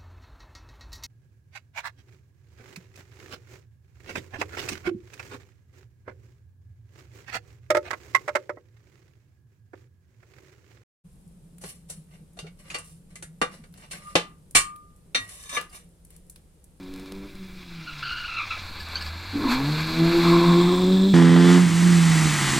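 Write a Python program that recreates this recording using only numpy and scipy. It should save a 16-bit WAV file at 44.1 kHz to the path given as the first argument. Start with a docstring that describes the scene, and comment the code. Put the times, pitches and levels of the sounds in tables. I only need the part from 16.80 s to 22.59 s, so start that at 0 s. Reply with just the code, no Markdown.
"""A four-cylinder rally car drones up to a gritty hairpin, brakes with chirping tyres and slides through
on the throttle, heard from a small cased microphone on the road. The sound cuts to a straight, where the
car pulls past and lifts off. Firings make a drone, ring the pipe as a rasp and puff out a burble. The
tyres roar, scrabble, squeal as they stick and slip, and fling stones at the underbody. Air rumbles below."""
import sys
import numpy as np
from scipy import signal
from scipy.fft import rfft, irfft
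from scipy.io import wavfile

SR = 44100
rng = np.random.default_rng(int(sys.argv[2]) if len(sys.argv) > 2 else 0)


def pcm_store(signal):
    """Save signal as 16-bit PCM."""
    levels = np.round(np.clip(np.atleast_2d(signal), -1, 1) * 32767)
    wavfile.write(sys.argv[1], SR, levels.astype(np.int16).T)


N = 255339
TIME = np.arange(N) / SR
FREQ = np.maximum(np.fft.rfftfreq(N, 1 / SR), 1)
CUT_S = 4.337  # from the hairpin to the straight

# Throttle presses, the last on the straight. Each row: start in seconds, hold in seconds, intake in dB.
THROTTLE = [(0, 0.46, -42), (2.64, 0.25, -20.5), (3.12, 1.161, -36), (4.301, .475, -19)]


def engine(controls, weak_db, spread_db, hiss, flutter_db, upper_db, jitter):
    """Firings drive the drone, ring the pipe as a rasp and let out puffs of gas; returns (bass, rasp)."""
    # Tone of the rasp and of the burble. Each row: frequency in Hz, relative level in dB.
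    rasp_tone = [(250, -23), (430, 5), (560, -8.5), (700, -5), (1050, -4), (1450, -8), (1920, -5),
                 (2250, -41), (2800, -19), (3350, -9), (5000, -29), (9000, -41), (15000, -52)]
    burble_tone = [(30, -18), (85, -0.5), (125, -1.5), (190, 7.5), (260, 0.5), (330, 6), (420, -14.5),
                   (600, -18.5), (1500, -42)]
    hz, levels, rasp_gain, burble_db = controls
    turns = np.cumsum(hz * (1 + jitter * wander(40))) / SR
    firing, phase = turns.astype(int), turns % 1
    strength = undb(weak_db * (firing % 2) + spread_db * noise()[firing])
    pulses = strength * np.exp(-((phase - .5) * SR / hz) ** 2)  # one sharp blow a firing
    puffs = strength * np.exp(-((phase - .5) % 1) / .59) * noise()
    rasp = colour(disperse(pulses, .008) + hiss * unit(puffs), response(rasp_tone))
    burble = undb(burble_db) * colour(puffs, response(burble_tone))
    return drone(turns, levels, flutter_db, upper_db) + burble, rasp_gain * rasp


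def drone(turns, levels, flutter_db, upper_db):
    """Low engine orders, half orders among them, each a steady tone at its own level."""
    orders, phases = (1, 1.5, 2, 3, 2.5, 4), (0, 0, 2.1, -2.2, 0, 0)
    levels = levels + [levels[1] + upper_db, levels[3] - 6]  # 2.5 follows 1.5, and 4 follows 3
    return np.sqrt(2) * sum(undb(db + flutter_db * wander(8)) * np.cos(2 * np.pi * order * turns + phase)
                            for order, phase, db in zip(orders, phases, levels))


def effort(revs, pedal, overtones_db, shade_db, pipe_rasp_db, intake_rasp_db, burble_db, burble_follow):
    """Exhaust and throttle set the engine's levels; an order booms in the pipe or airbox resonance."""
    # The main engine orders, as multiples of the firing rate.
    orders = (1, 1.5, 2, 3)
    # Each row, one per order: exhaust boost at open throttle in dB, share of the intake in dB.
    load = [(0.5, -14), (2.5, -1.5), (10, -5), (7.5, -14)]
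    # The lowest note dips briefly. Each row: centre in seconds, half length in seconds, change in dB.
    fades = [(.28, .03, -16), (.53, 0.055, -15), (1.06, 0.054, -7), (3.12, 0.1, -9.5), (3.35, 0.069, -12),
             (3.62, 0.093, -4), (3.98, 0.22, -4)]
    pipe_hz, airbox_hz = 356, 270.7
    hz, exhaust_db = curves(revs)
    presses = [envelope(s, held, attack_s=.088, release_s=.14) for s, held, _ in pedal]
    throttle = np.minimum(sum(presses), 1)
    intake = sum(press * undb(db) for press, (_, _, db) in zip(presses, pedal))
    offsets = [swells(fades)] + [db + shade_db + 1.25 * wander(7) for db in overtones_db]
    levels = []
    for order, offset, (load_db, intake_db) in zip(orders, offsets, load):
        pipe_db = 8 * np.exp(-((order * hz - pipe_hz) / 99) ** 2)
        airbox = 1 / (1 + ((order * hz - airbox_hz) / 39.3) ** 8)
        exhaust = undb(exhaust_db + offset + pipe_db + load_db * throttle)
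        levels.append(20 * np.log10(np.hypot(exhaust, intake * airbox * undb(intake_db))))
    pipe_rasp = undb(exhaust_db + pipe_rasp_db + 10.5 * throttle + shade_db)
    rasp_gain = np.hypot(pipe_rasp, intake * undb(intake_rasp_db))
    return hz, levels, rasp_gain, burble_db + burble_follow * exhaust_db


def gulp():
    """Inrushing air rings the airbox as the throttle opens."""
    inrush = undb(-26.5) * envelope(start=2.555, held=.098, attack_s=.041, release_s=.48)
    return inrush * colour(noise(), resonance(hz=270.7, width=95) ** 2)


def tyres(levels, tone, trim_db, grain, flicker_db):
    """Tread roar, scrabbling grit and fine spray: grains over a hiss, surging as the grip changes."""
    above_roar, above_grit = (1 / (1 + (hz / FREQ) ** 16) for hz in (3000, 5700))
    bands = 1 - above_roar, above_roar - above_grit, above_grit
    grip, out = wander(13.4), 0
    for db, trim, band in zip(levels, trim_db, bands):
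        contact = colour(noise() + grain * grit(2200, spread_db=2), tone * np.sqrt(np.abs(band)))
        out = out + contact * undb(db + trim + flicker_db * (grip + wander(30)))
    return out


def cornering_tyres(case):
    """Tyres roll in from afar, then spray grit whose colour turns with the car, side-on to tail-on."""
    # Tyre noise far off and close by. Each row: time in seconds, level in dB.
    far_levels = [(0, -56.5), (.65, -55), (1.0, -49.5), (1.2, -45), (1.8, -42), (2.0, -82)]
    near_levels = [(1.6, -68), (1.82, -45.5), (2.24, -41), (2.39, -44.5), (2.62, -39.5), (2.96, -35),
                   (3.53, -30.5), (4.05, -34.5), (4.33, -35.5)]
    # The rear tyres dig in. Each row: centre in seconds, half length in seconds, boost in dB.
    bite = [(2.725, 0.04, 8)]
    # Tyre tone from three angles. Each row: frequency in Hz, relative level in dB.
    far_tone = [(150, -15), (400, -7), (650, -2.5), (1050, 5.5), (1600, 7), (2400, 6), (3000, -1),
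                (3500, -3.5), (4400, -8), (5500, -15.5), (7800, -15), (10000, -13.5), (13000, -32),
                (15500, -18.5)]
    side_tone = [(150, -60), (400, -3.5), (650, -0.5), (1050, 5), (1500, 3.5), (2400, 3), (3500, -3.5),
                 (4400, 0), (5500, -16.5), (7800, -21), (10000, -25.5), (13000, -21.5), (15500, -51)]
    tail_tone = [(150, -13), (450, -15), (700, 8), (1050, 6.5), (1900, 4), (2400, 4), (2850, 1), (3600, 6),
                 (4400, -3.5), (6500, -18.5), (8300, -10.5), (9600, -24), (13700, -25), (15500, -27)]
    far_db = curves(far_levels)[0]
    near_db = curves(near_levels)[0] + swells(bite)
    far = tyres([far_db, far_db, .49 * far_db], response(far_tone) * case,
                trim_db=[0, -.5, -39], grain=.82, flicker_db=1)
    side_on, tail_on = (tyres([near_db + away(), near_db, near_db], response(tone) * case,
                              trim_db=[.5, -.5, -12], grain=.63, flicker_db=.76)
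                        for tone in (side_tone, tail_tone))
    turned = np.clip((TIME - 3.35) / .53, 0, 1)
    return far + np.sqrt(1 - turned) * side_on + np.sqrt(turned) * tail_on


def grit(per_second, spread_db):
    """Grains crushed at random moments, a few much larger than the rest."""
    hits = (rng.random(N) < per_second / SR) * rng.choice([-1, 1], N)
    hits = hits * undb(spread_db * np.minimum(rng.exponential(size=N), 6))
    return unit(hits + 3.8 * scatter(hits, .0093))


def squeals():
    """The front tyres lock and chirp, a brake squeaks at turn-in and the rear tyres slide."""
    # Each row: start in seconds, hold in seconds, level in dB, starting pitch in Hz.
    front_slips = [(.95, .25, -50, 1540), (1.073, 0.0072, -36.5, 1394), (1.229, 0.1, -29.5, 1498),
                   (1.36, 0.046, -33.5, 1496), (1.44, 0.1187, -35, 1420), (1.57, 0.046, -31, 1276),
                   (1.708, 0.013, -29, 1303)]
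    rear_slips = [(2.64, 0.066, -32, 1067), (3.48, 0.09, -26.5, 1090), (3.66, 0.29, -33.5, 1064)]
    brake_slips = [(2.157, 0.011, -29.5, 1530)]
    front = stick_slip(slips(front_slips, attack_s=.00693, release_s=.22, glide_hz_per_s=-600),
                       harmonics_db=[-1, 1.5, -10, -33], detune=.022, rough=.0459, judder_db=2.5)
    rear = stick_slip(slips(rear_slips, attack_s=.0833, release_s=.607, glide_hz_per_s=-30.5),
                      harmonics_db=[0, -12, -18], detune=.05, rough=.07, judder_db=4.5)
    brake = stick_slip(slips(brake_slips, attack_s=.0065, release_s=.093, glide_hz_per_s=1700),
                       harmonics_db=[-8.5, -1, -3, -16.5], detune=.013, rough=.025, judder_db=4.5)
    return front + undb(-3) * rear + brake


def stick_slip(slip, harmonics_db, detune, rough, judder_db):
    """Two rubbing contacts stick and slip unsteadily at slightly different rates."""
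    hz, gain = slip
    out = 0
    for side in (-1, 1):
        turns = np.cumsum(hz * (1 + side * detune + rough * wander(265.8) + .02 * wander(30.24))) / SR
        for k, db in enumerate(harmonics_db, 1):
            out = out + undb(db + judder_db * wander(136)) * np.sin(2 * np.pi * k * turns)
    return gain * unit(out)


def slips(rows, attack_s, release_s, glide_hz_per_s):
    """Each slip swells, holds and dies while its pitch glides; returns (pitch, gain)."""
    gains = [undb(db) * envelope(s, held, attack_s, release_s) for s, held, db, _ in rows]
    pitches = [hz + glide_hz_per_s * np.clip(TIME - s, 0, held + release_s) for s, held, _, hz in rows]
    return np.average(pitches, axis=0, weights=gains), sum(gains)


def stones():
    """Each handful of flung stones rattles on the underbody and dies away."""
    # Each row: start in seconds, level in dB, ring time in seconds.
    handfuls = [(1.995, -30.5, .1), (2.205, -32, 0.15), (2.258, -35, 0.15), (2.7, -49, .2),
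                (3.563, -32, 0.04), (5.35, -22, 0.064)]
    # Underbody modes. Each row: frequency in Hz, width in Hz, relative level in dB.
    modes = [(1700, 71, 16), (2990, 340, 11), (4560, 320, 17), (6300, 900, -22.5), (11500, 3000, -60)]
    bursts = 0
    for s, db, t60 in handfuls:
        age = np.maximum(TIME - s, 0)
        bursts = bursts + np.minimum(age / .0092, 1) * undb(db - 60 * age / t60)
    underbody = sum(undb(db) * resonance(hz, width) for hz, width, db in modes)
    return bursts * colour(grit(1500, spread_db=3.6), underbody)


def pebbles():
    """Loose pebbles skip over the asphalt: lone sharp ticks with a very short ring."""
    # Each row: frequency in Hz, relative level in dB.
    tick_tone = [(2000, 5), (4500, 1.5), (7500, -5), (10500, -4.5), (13000, -2), (15500, -24)]
    # Each row: time in seconds, level in dB.
    tick_levels = [(0, -54.5), (1.0, -68), (2.0, -69), (2.22, -61), (2.4, -69), (2.8, -57), (3.6, -53),
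                   (4.3, -60)]
    ticks = (rng.random(N) < 22 / SR) * undb(6.8 * noise())
    return undb(curves(tick_levels)[0]) * colour(scatter(ticks, .0086), response(tick_tone))


def air():
    """Air rumbles at the microphone in light gusts."""
    # Each row: frequency in Hz, relative level in dB.
    rumble_tone = [(15, 7), (28, -7), (45, 1.5), (65, -2), (100, -6.5), (200, -16), (500, -31),
                   (2000, -37.5)]
    # Each row: time in seconds, level in dB.
    rumble_levels = [(0, -48), (1.8, -43.5), (2.4, -46), (2.8, -36), (3.6, -39), (4.3, -41), (4.4, -62),
                     (5.79, -46)]
    gusts_db = 1.5 * wander(3)
    return colour(noise(), response(rumble_tone)) * undb(curves(rumble_levels)[0] + gusts_db)


def away():
    """Change in dB as the car drives off from the hairpin and its midrange sinks."""
    start_s, db_per_s = 3.51, -13
    return db_per_s * np.clip(TIME - start_s, 0, CUT_S - start_s)


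def disperse(x, longest_s):
    """Delay each frequency by its own short time, as a pipe does."""
    hz = np.arange(0, SR, 170)
    delay = np.interp(FREQ, hz, longest_s * rng.random(len(hz)))
    return colour(x, np.exp(-2j * np.pi * np.cumsum(delay) * SR / N))


def scatter(x, t60):
    """Spread a sound over many small reflections that die away in t60 seconds."""
    tail = rng.standard_normal(SR) * undb(-60 * TIME[:SR] / t60)
    return signal.fftconvolve(x, tail / np.linalg.norm(tail))[:N]


def resonance(hz, width):
    """Complex gain of one ringing mode."""
    return 1 / (1 + 1j * hz / width * (FREQ / hz - hz / FREQ))


def envelope(start, held, attack_s, release_s):
    """Rise until start, hold, then fall by 60 dB in release_s."""
    rise = np.clip(1 + (TIME - start) / attack_s, 0, 1) ** 2
    return rise * undb(-60 * np.maximum(TIME - start - held, 0) / release_s) + 1e-9


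def swells(rows):
    """Brief smooth rises or dips of a level, in dB."""
    return sum(db * np.exp(-((TIME - s) / half) ** 2) for s, half, db in rows)


def curves(rows):
    """Each column after the first, joined by straight lines in time."""
    s, *columns = np.transpose(rows)
    return [np.interp(TIME, s, c) for c in columns]


def response(points):
    """Gain at every frequency from (Hz, dB) points."""
    hz, db = np.transpose(points)
    return undb(np.interp(np.log(FREQ), np.log(hz), db))


def colour(x, gain):
    """Filter by a gain over frequency; rms 1."""
    return unit(irfft(rfft(x) * gain, N))


def wander(rate):
    """Smooth random drift that changes about rate times a second; rms 1."""
    return colour(noise(), 1 / (1 + (FREQ / rate) ** 4))


def noise():
    """White noise."""
    return rng.standard_normal(N)


def pan(x, db):
    """Place a sound by its left minus right level."""
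    return x * undb(np.array([[db], [-db]]) / 2)


def undb(db):
    """Decibels to gain."""
    return 10 ** (np.asarray(db) / 20)


def unit(x):
    """Scale to rms 1."""
    return x / np.sqrt(np.mean(x ** 2))


def hairpin():
    """Approach, braking and slide in mono, coloured by the case, with a faint return from the trees."""
    # Each row: time in seconds, firing rate in Hz, exhaust level in dB.
    revs = [(0, 185.5, -44), (.2, 187.9, -45), (.45, 195.7, -40.5), (.8, 183.7, -44.5), (.95, 167.6, -42.5),
            (1.45, 122.5, -54.5), (1.7, 96.5, -47.5), (1.88, 85.5, -43), (2.27, 76.66, -40.5),
            (2.56, 95.7, -40.5), (2.7, 119.9, -49), (2.93, 152.8, -23), (3.14, 162.9, -26.5),
            (3.23, 166, -17), (3.33, 170.3, -20), (3.5, 170.1, -17), (3.75, 172.2, -17.5),
            (4.32, 194.7, -17.5)]
    # Dips and resonances of the microphone's case. Each row: frequency in Hz, width in Hz, gain in dB.
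    case_modes = [(487, 61, 2), (1038, 88, 3.5), (1870, 94, -6.5), (2335, 55, 5), (3030, 215, -11),
                  (4080, 200, 3), (6870, 200, -4), (7400, 290, 4), (9440, 1030, -6), (11450, 520, -11)]
    case = undb(sum(db * np.exp(-((FREQ - hz) / width) ** 2) for hz, width, db in case_modes))
    controls = effort(revs, THROTTLE[:-1], overtones_db=[-27, -20, -28], shade_db=.5 * away(),
                      pipe_rasp_db=-30.5, intake_rasp_db=-17.5, burble_db=-24, burble_follow=.69)
    bass, rasp = engine(controls, weak_db=-3, spread_db=0, hiss=1.5,
                        flutter_db=2.33, upper_db=-12.5, jitter=.006)
    bright = rasp + squeals() + stones()
    trees = undb(-8) * scatter(bright, .047)
    bright = irfft(rfft(bright + trees) * case, N)
    whine = undb(-78) * np.sin(2 * np.pi * 15000 * TIME)  # faint electronics
    return bass + gulp() + bright + cornering_tyres(case) + pebbles() + whine


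def straight():
    """The car pulls past and lifts off; the exhaust booms on the right, the tyres stay ahead."""
    # Each row: time in seconds, firing rate in Hz, exhaust level in dB.
    revs = [(4.35, 171.6, -13), (4.432, 168.5, -13.5), (4.716, 175.5, -15), (4.82, 178.5, -13),
            (4.91, 165.1, -22), (5.064, 176.2, -14.5), (5.346, 161.2, -17.5), (5.504, 152, -23),
            (5.77, 130.6, -31.5)]
    # Each row: time in seconds, level in dB.
    tyre_levels = [(4.36, -37.5), (4.56, -39.5), (4.72, -34), (4.86, -38.5), (5.3, -35), (5.79, -32.5)]
    # Each row: frequency in Hz, relative level in dB.
    tyre_tone = [(150, -20), (400, -8), (530, -13.5), (720, -1), (1450, 1), (2020, 4.5), (2500, -1.5),
                 (4200, -1.5), (6000, -7), (8000, -6), (10000, -15.5), (12500, -23.5), (15500, -38)]
    # Phase between this spot's two microphone ports. Each row: frequency in Hz, left lead in radians.
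    ports = [(0, 0), (5000, 0.25), (6290, -0.81), (8440, 0.03), (15700, 0.0)]
    controls = effort(revs, THROTTLE[-1:], overtones_db=[-26, -26, -36], shade_db=-.5,
                      pipe_rasp_db=-28.5, intake_rasp_db=-10, burble_db=-35, burble_follow=-.22)
    bass, rasp = engine(controls, weak_db=-11, spread_db=1.8, hiss=.55,
                        flutter_db=.5, upper_db=-20, jitter=.004)
    road_db = curves(tyre_levels)[0]
    spray_db = road_db + 4.75 * np.clip((TIME - 4.55) / .45, 0, 1)  # opens up as the car comes level
    road = tyres([road_db, road_db, spray_db], response(tyre_tone),
                 trim_db=[6, 1, -2.5], grain=.67, flicker_db=.03)
    stereo = pan(bass, -4) + pan(rasp, .608) + pan(road + stones(), .22)
    hz, radians = np.transpose(ports)
    lead = np.interp(np.log(FREQ), np.log(hz), radians)
    return irfft(rfft(stereo) * np.exp(.5j * np.array([[1], [-1]]) * lead), N)


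def scene():
    """The hairpin, then a quick cut to the straight, over a low rumble of air."""
    at_hairpin = np.clip((CUT_S - TIME) / .008 + .5, 0, 1)
    return air() + at_hairpin * hairpin() + (1 - at_hairpin) * straight()


def record(dry):
    """A steep low-pass takes off the very top."""
    return signal.sosfilt(signal.ellip(10, .1, 80, 15800, fs=SR, output="sos"), dry)


dry = scene()
out = record(dry)
pcm_store(out)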